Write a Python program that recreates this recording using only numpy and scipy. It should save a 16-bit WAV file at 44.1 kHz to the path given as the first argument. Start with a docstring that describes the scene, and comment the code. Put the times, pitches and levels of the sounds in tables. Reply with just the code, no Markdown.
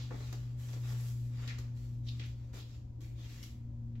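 """A stereo microphone in a garage; a far motor drones over low rumble, slowly sinking in pitch.
From the start someone walks past close by: loose clothes swish and soles land softly.
Near 1.5 s and again just after 2 s the soles scrape loudest on the gritty floor.
About 3 s in, the walker leans over a parked motorcycle with a dull shuffle, then a metal part clinks.
The hard walls return every move."""
import sys
import numpy as np
from scipy import signal
from scipy.fft import rfft, irfft, next_fast_len
from scipy.io import wavfile
from scipy.ndimage import uniform_filter1d

SR = 44100
rng = np.random.default_rng(int(sys.argv[2]) if len(sys.argv) > 2 else 0)


def log_audio(samples):
    """Write samples as a 16-bit WAV file to the path given in sys.argv[1]."""
    # one column per channel
    frames = np.atleast_2d(samples).T
    # limit to full scale, then quantise
    limited = np.clip(frames, -1, 1)
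    pcm = np.round(limited * 32767).astype(np.int16)
    wavfile.write(sys.argv[1], SR, pcm)


N = 4 * SR

# Clothes passing the microphone. Each row: start, rise, hold and fade in seconds, level in dB,
# then the offsets of the low rub and of the fine hiss in dB.
CLOTH_SWISHES = [(-.03, 0.012, 0.03, 0.18, -59, 0.5, 0), (0.074, 0.11, 0.081, 0.42, -59.5, -1.5, 1.5),
                 (0.565, 0.036, 0.15, .16, -63, 0, 9.5), (0.778, 0.12, 0.015, 0.18, -56, 0, 6.5),
                 (0.948, 0.047, 0.095, 0.18, -61, -3.5, 12), (1.15, 0.031, 0.087, 0.14, -69.5, -13, 8.5),
                 (1.278, 0.15, 0.03, 0.31, -58.5, 2, -5), (1.73, 0.041, 0.085, 0.25, -69, -6.5, 6.5),
                 (2.027, .04, 0.22, 0.13, -65, -7.5, -1), (2.336, 0.044, 0.11, 0.14, -75, 0.5, 0),
                 (2.525, 0.019, 0.044, 0.085, -57.5, -4.5, 3), (2.654, 0.043, 0.055, 0.1, -66, -4, -5),
                 (3.003, 0.0074, 0.031, 0.15, -65, -5, 6.5), (3.146, 0.059, .05, 0.19, -59.5, -7, -10),
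                 (3.269, 0.024, 0.17, 0.12, -61, -8, 4.5)]
# The three bands of a swish. Each row: frequency in Hz, spectral level in dB.
CRINKLE_COLOUR = [(200, -41), (900, -12), (2200, -1.5), (3300, 2.5), (5000, 0), (7500, -3), (11000, -13.5),
                  (16000, -6)]
RUB_COLOUR = [(100, 13.5), (280, -5.5), (500, 4), (900, -0.5), (1600, -2.5), (2400, -4), (4500, -22),
              (16000, -26)]
HISS_COLOUR = [(200, -17), (3000, -14), (6500, -0.5), (8000, 6.5), (12000, 0.5), (16000, 3.5)]
# Footfalls and light taps. Each row: start in seconds, thud level in dB, slap level in dB.
FOOTFALLS = [(0.107, -45, -66), (0.119, -54.5, -70), (0.14, -56, -67), (0.204, -50, -61),
             (.327, -48.5, -54), (0.688, -55, -59), (0.731, -57, -55), (0.762, -57, -80),
             (0.92, -55.5, -60), (.999, -62, -61), (1.583, -53.5, -53.5), (2.199, -56.5, -70),
             (2.535, -54.5, -68), (2.552, -57, -67), (2.572, -58, -71), (3.006, -66, -76)]
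# Soles on grit, hands on the motorcycle. Each row: peak time in seconds, level in dB,
# rise and fade in seconds, centre and width in Hz.
SCRAPE_STROKES = [(0.013, -56, 0.035, 0.1, 3720, 2200), (1.477, -45.5, .003, 0.054, 3470, 3200),
                  (1.502, -48.5, 0.026, 0.056, 1900, 1090), (2.077, -57, 0.018, 0.058, 3900, 2400),
                  (2.088, -44, 0.0043, 0.018, 3600, 1700), (2.197, -45.5, .003, 0.023, 2960, 2400),
                  (2.216, -52, 0.009, 0.044, 2370, 1800), (2.236, -54, 0.0015, 0.061, 2620, 2600),
                  (2.605, -56, 0.041, 0.074, 3620, 1600), (3.04, -69.5, 0.037, 0.17, 2270, 695),
                  (3.35, -68, 0.19, .3, 2070, 1200), (3.43, -52.5, .002, 0.047, 5400, 7200),
                  (3.955, -67.5, 0.0017, .05, 2340, 2200)]
# Grit and small hard contacts. Each row: start in seconds, level in dB.
GRIT_TICKS = [(.327, -42.5), (1.083, -51), (1.476, -51), (1.587, -46), (2.089, -56), (2.197, -65),
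              (2.260, -54), (3.006, -58), (3.428, -48), (3.437, -45.5)]
# Tone of each kind of contact. Each row: frequency in Hz, spectral level in dB.
THUD_COLOUR = [(80, -8), (260, 4.5), (450, 3), (650, -2), (900, -5), (1400, -10), (2300, -14.5),
               (4000, -37), (16000, -66)]
SLAP_COLOUR = [(200, -8), (900, -12), (2000, -7), (4500, -6), (7500, -8), (12000, -27), (16000, -47)]
TICK_COLOUR = [(300, -25), (1500, -8.5), (4000, 0), (7000, -2), (16000, -2.5)]
BUMP_COLOUR = [(100, -20), (220, -2.5), (320, 14), (420, -13), (560, -5), (900, -26), (3000, -40)]
# The ringing metal part. Each row: frequency in Hz, relative level in dB, seconds to fall 60 dB.
METAL_MODES = [(2920, 1, 0.075), (5550, -0.5, 0.094), (6240, -18, 0.11)]
# The far motor. Each row: time in seconds, level of the fundamental in dB, level of the octave in dB.
MOTOR_LEVELS = [(0, -42.5, -60.5), (.35, -41, -64.5), (.6, -42, -64), (.95, -37, -66.5),
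                (1.35, -39.5, -58.5), (1.85, -42, -60), (2.102, -39, -57), (2.5, -47, -66.5),
                (2.8, -49.5, -69.5), (3.12, -43.5, -71.5), (3.48, -51.5, -60.5), (3.62, -45, -57),
                (3.8, -43, -54.5), (4, -43, -51.5)]
# Room tone. Each row: frequency in Hz, spectral level in dB.
RUMBLE_COLOUR = [(20, -7), (40, -7.5), (56, 5.5), (72, 3), (100, -6.5), (160, -14), (290, -22.5),
                 (430, -28.5), (560, -35.5), (800, -40), (2000, -50), (6000, -53), (15000, -58.5)]
# Swell of the deepest rumble. Each row: time in seconds, gain in dB.
DEEP_SWELL = [(0, 2), (1, -3), (1.7, 0.5), (2.6, 1), (3.3, -1.5), (3.7, 2), (4, 3.5)]
# Faint resonances in the room tone. Each row: centre in Hz, width in Hz, level in dB.
ROOM_RESONANCES = [(209.5, 16, -70.5), (281.8, 42.5, -67.5), (526, 22, -79), (587, 15, -82.5),
                   (731, 44, -84), (945, 110, -84)]
# Microphone response. 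Each row: frequency in Hz, gain in dB, left minus right in dB.
MIC_RESPONSE = [(104, 0.5, 3), (1230, 0.5, 2), (2400, 0, 1), (4570, 0, -1), (7434, -0.5, -4),
                (8560, -14.5, 7.5), (10350, -10.5, -3), (11420, -1.5, 7.5), (13000, -8, 9),
                (15500, -10.5, 4.5)]

PERSON_WIDE_HZ, GARAGE_WIDE_HZ, RUMBLE_WIDE_HZ = 650, 510, 576  # each sounds wide above this
CONTACT_RISE_S = 0.0007


def clothes():
    """Close by, fibres catch and slip: each swish mixes a crinkling middle, a low rub and a fine hiss."""
    def fibres():
        return grains(per_s=7000, spread_db=3)
    crinkling = fibres() + undb(-8) * grains(per_s=110, spread_db=3.5)
    middle = shifting_resonances(unit(colour(crinkling, CRINKLE_COLOUR)))
    rub = unit(colour(fibres(), RUB_COLOUR)) * undb(1.94 * wander(70))
    hiss = unit(colour(fibres(), HISS_COLOUR))
    power = np.zeros((3, N))
    for start, rise, hold, fade, db, rub_db, hiss_db in CLOTH_SWISHES:
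        gains = undb([db, db + rub_db, db + hiss_db - 4.5])
        power += (gains[:, None] * envelope(start, rise, hold, fade)) ** 2
    flutter = undb(-0.15 * wander(35.7))
    return flutter * sum(gain * band for gain, band in zip(np.sqrt(power), (middle, rub, hiss)))


def shifting_resonances(cloth, depth_db=3, width_hz=300, life_s=0.045):
    """As the walker moves, the path to the microphone changes, so narrow resonances come and go."""
    hz, at, spectrum = signal.stft(cloth, SR, nperseg=512)
    ripple = rng.standard_normal(spectrum.shape[1:])
    ripple = uniform_filter1d(ripple, round(width_hz / hz[1]), axis=0)
    ripple = uniform_filter1d(ripple, round(life_s / at[1]), axis=1)
    _, folded = signal.istft(spectrum * undb(depth_db * unit(ripple)), SR)
    return unit(folded[:, :N])


def steps():
    """Soles land near the microphone, each a soft thud with a short bright slap."""
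    thud = unit(colour(diffuse(PERSON_WIDE_HZ), THUD_COLOUR))
    slap = unit(colour(diffuse(PERSON_WIDE_HZ), SLAP_COLOUR))
    return sum(undb(thud_db) * thud * envelope(at, CONTACT_RISE_S, hold_s=0, fade_s=0.044)
               + undb(slap_db) * slap * envelope(at, CONTACT_RISE_S, hold_s=0, fade_s=0.048)
               for at, thud_db, slap_db in FOOTFALLS)


def scrapes():
    """A sole drags on grit or a hand on the motorcycle, crackling in one broad resonance."""
    sound = np.zeros((2, N))
    for peak, db, rise, fade, hz, width_hz in SCRAPE_STROKES:
        crackle = resonate(grains(per_s=2200, spread_db=2), hz, width_hz)
        sound += undb(db) * crackle * envelope(peak - rise, rise, 0, fade)
    return sound


def ticks():
    """Grit and small hard contacts give bright snaps a few milliseconds long."""
    snap = unit(colour(diffuse(PERSON_WIDE_HZ), TICK_COLOUR))
    return snap * sum(undb(db) * envelope(at, CONTACT_RISE_S, hold_s=0, fade_s=0.0083)
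                      for at, db in GRIT_TICKS)


def shuffle():
    """Dull uneven bumping as the walker's weight shifts against the motorcycle."""
    bumps = unit(colour(grains(per_s=72, spread_db=2), BUMP_COLOUR))
    return undb(-63.5) * bumps * envelope(start_s=2.93, rise_s=0.081, hold_s=0.12, fade_s=0.36)


def clink(start_s=3.429):
    """A small metal part is knocked and rings briefly in three modes."""
    age = np.maximum(times() - start_s, 0)
    return sum(undb(db - 54 - 60 * age / t60) * np.sin(2 * np.pi * hz * age)
               for hz, db, t60 in METAL_MODES)


def garage(direct, dull_t60_s=0.38, bright_t60_s=0.33):
    """The direct sound reaches the microphone with a tail off the hard walls; the treble dies first."""
    t = times()[:SR // 2]
    noise = diffuse(GARAGE_WIDE_HZ, len(t))
    dull = colour(noise, [(1500, -14.5), (8000, -21.5)])
    bright = noise - dull
    tail = dull * undb(-60 * t / dull_t60_s) + bright * undb(-60 * t / bright_t60_s)
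    echoes = signal.fftconvolve(direct, unit(tail) / np.sqrt(len(t)), axes=1)[:, :N]
    return undb(-1.5) * direct + undb(-3.5) * echoes


def motor(start_hz=121.5, sag_hz_per_s=1.13):
    """Far off, a motor slowly runs down: a strong fundamental and two weak overtones swell and fade."""
    at, fundamental_db, octave_db = np.array(MOTOR_LEVELS).T
    t = times()
    phase = 2 * np.pi * np.cumsum(start_hz - sag_hz_per_s * t) / SR
    drone = np.zeros(N)
    for harmonic, db in enumerate([fundamental_db, octave_db - 0.5, fundamental_db - 34.5], start=1):
        wavering_db = np.interp(t, at, db) + 0.55 * wander(15)
        drone += np.sqrt(2) * undb(wavering_db) * np.sin(harmonic * phase)
    return drone


def rumble():
    """Room tone from all around: slowly swelling rumble, a trace of hiss and a few faint resonances."""
    bed = undb(-50.5) * unit(colour(diffuse(RUMBLE_WIDE_HZ), RUMBLE_COLOUR))
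    deep = colour(bed, [(100, 1), (200, -30.5)])
    swell = undb(np.interp(times(), *np.array(DEEP_SWELL).T))
    air = diffuse(RUMBLE_WIDE_HZ)
    resonances = sum(undb(db) * resonate(air, hz, width_hz) for hz, width_hz, db in ROOM_RESONANCES)
    return bed + (swell - 1) * deep + resonances


def undb(db):
    """Decibels to gain."""
    return 10 ** (np.asarray(db) / 20)


def unit(x):
    """Scale to rms 1."""
    return x / np.sqrt(np.mean(x ** 2))


def times():
    """Time of every sample in seconds."""
    return np.arange(N) / SR


def envelope(start_s, rise_s, hold_s, fade_s):
    """Rise, hold, then fall by 20 dB in each fade time."""
    age = times() - start_s
    return np.clip(age / rise_s, 0, 1) * 10 ** (-np.maximum(age - rise_s - hold_s, 0) / fade_s)


def wander(per_s):
    """Smooth random drift at rms 1."""
    span = int(SR / per_s)
    stairs = np.repeat(rng.standard_normal(N // span + 1), span)
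    return unit(uniform_filter1d(uniform_filter1d(stairs, span), span)[:N])


def shape(x, gain_at):
    """Filter by a gain given as a function of frequency."""
    size = next_fast_len(x.shape[-1] + 4096)
    hz = np.maximum(np.fft.rfftfreq(size, 1 / SR), 1)
    return irfft(rfft(x, size) * gain_at(hz), size)[..., :x.shape[-1]]


def colour(x, points):
    """Filter by (Hz, dB) points."""
    hz, db = np.array(points).T
    return shape(x, lambda f: undb(np.interp(np.log(f), np.log(hz), db)))


def resonate(x, hz, width_hz):
    """One resonance with steep skirts, at rms 1."""
    return unit(shape(x, lambda f: 1 / (1 + ((f / hz - hz / f) * hz / width_hz / 2) ** 2) ** 2))


def widen(pair, wide_hz, side_db=0):
    """Two unrelated signals become left and right: alike in the bass, wide above."""
    side = undb(side_db) * shape(pair[1], lambda f: f / np.hypot(f, wide_hz))
    return np.array([pair[0] + side, pair[0] - side])


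def diffuse(wide_hz, size=N):
    """Noise that reaches the microphone from all around."""
    return widen(rng.standard_normal((2, size)), wide_hz)


def grains(per_s, spread_db):
    """Tiny clicks of uneven size, from scattered places."""
    size = undb(spread_db * np.minimum(rng.exponential(size=(2, N)), 4))
    clicks = (rng.random((2, N)) < per_s / SR) * size * rng.choice([-1, 1], (2, N))
    return unit(widen(clicks, PERSON_WIDE_HZ, side_db=-1.5))


def scene():
    """The walker close by in the garage; motor and rumble behind, a little to the right."""
    person = garage(clothes() + scrapes() + steps() + ticks() + shuffle() + clink())
    return person + (motor() + rumble()) * undb([[-0.6], [0.6]])


def record(dry, top_hz=15800):
    """Two microphone ports with a notch in the treble, the left one brighter; the top is cut."""
    hz, db, lean_db = np.array(MIC_RESPONSE).T
    left = colour(dry[0], np.c_[hz, db + lean_db / 2])
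    right = colour(dry[1], np.c_[hz, db - lean_db / 2])
    top_cut = signal.ellip(10, 0.2, 80, top_hz, fs=SR, output="sos")
    return signal.sosfilt(top_cut, np.array([left, right]))


dry = scene()
out = record(dry)
log_audio(out)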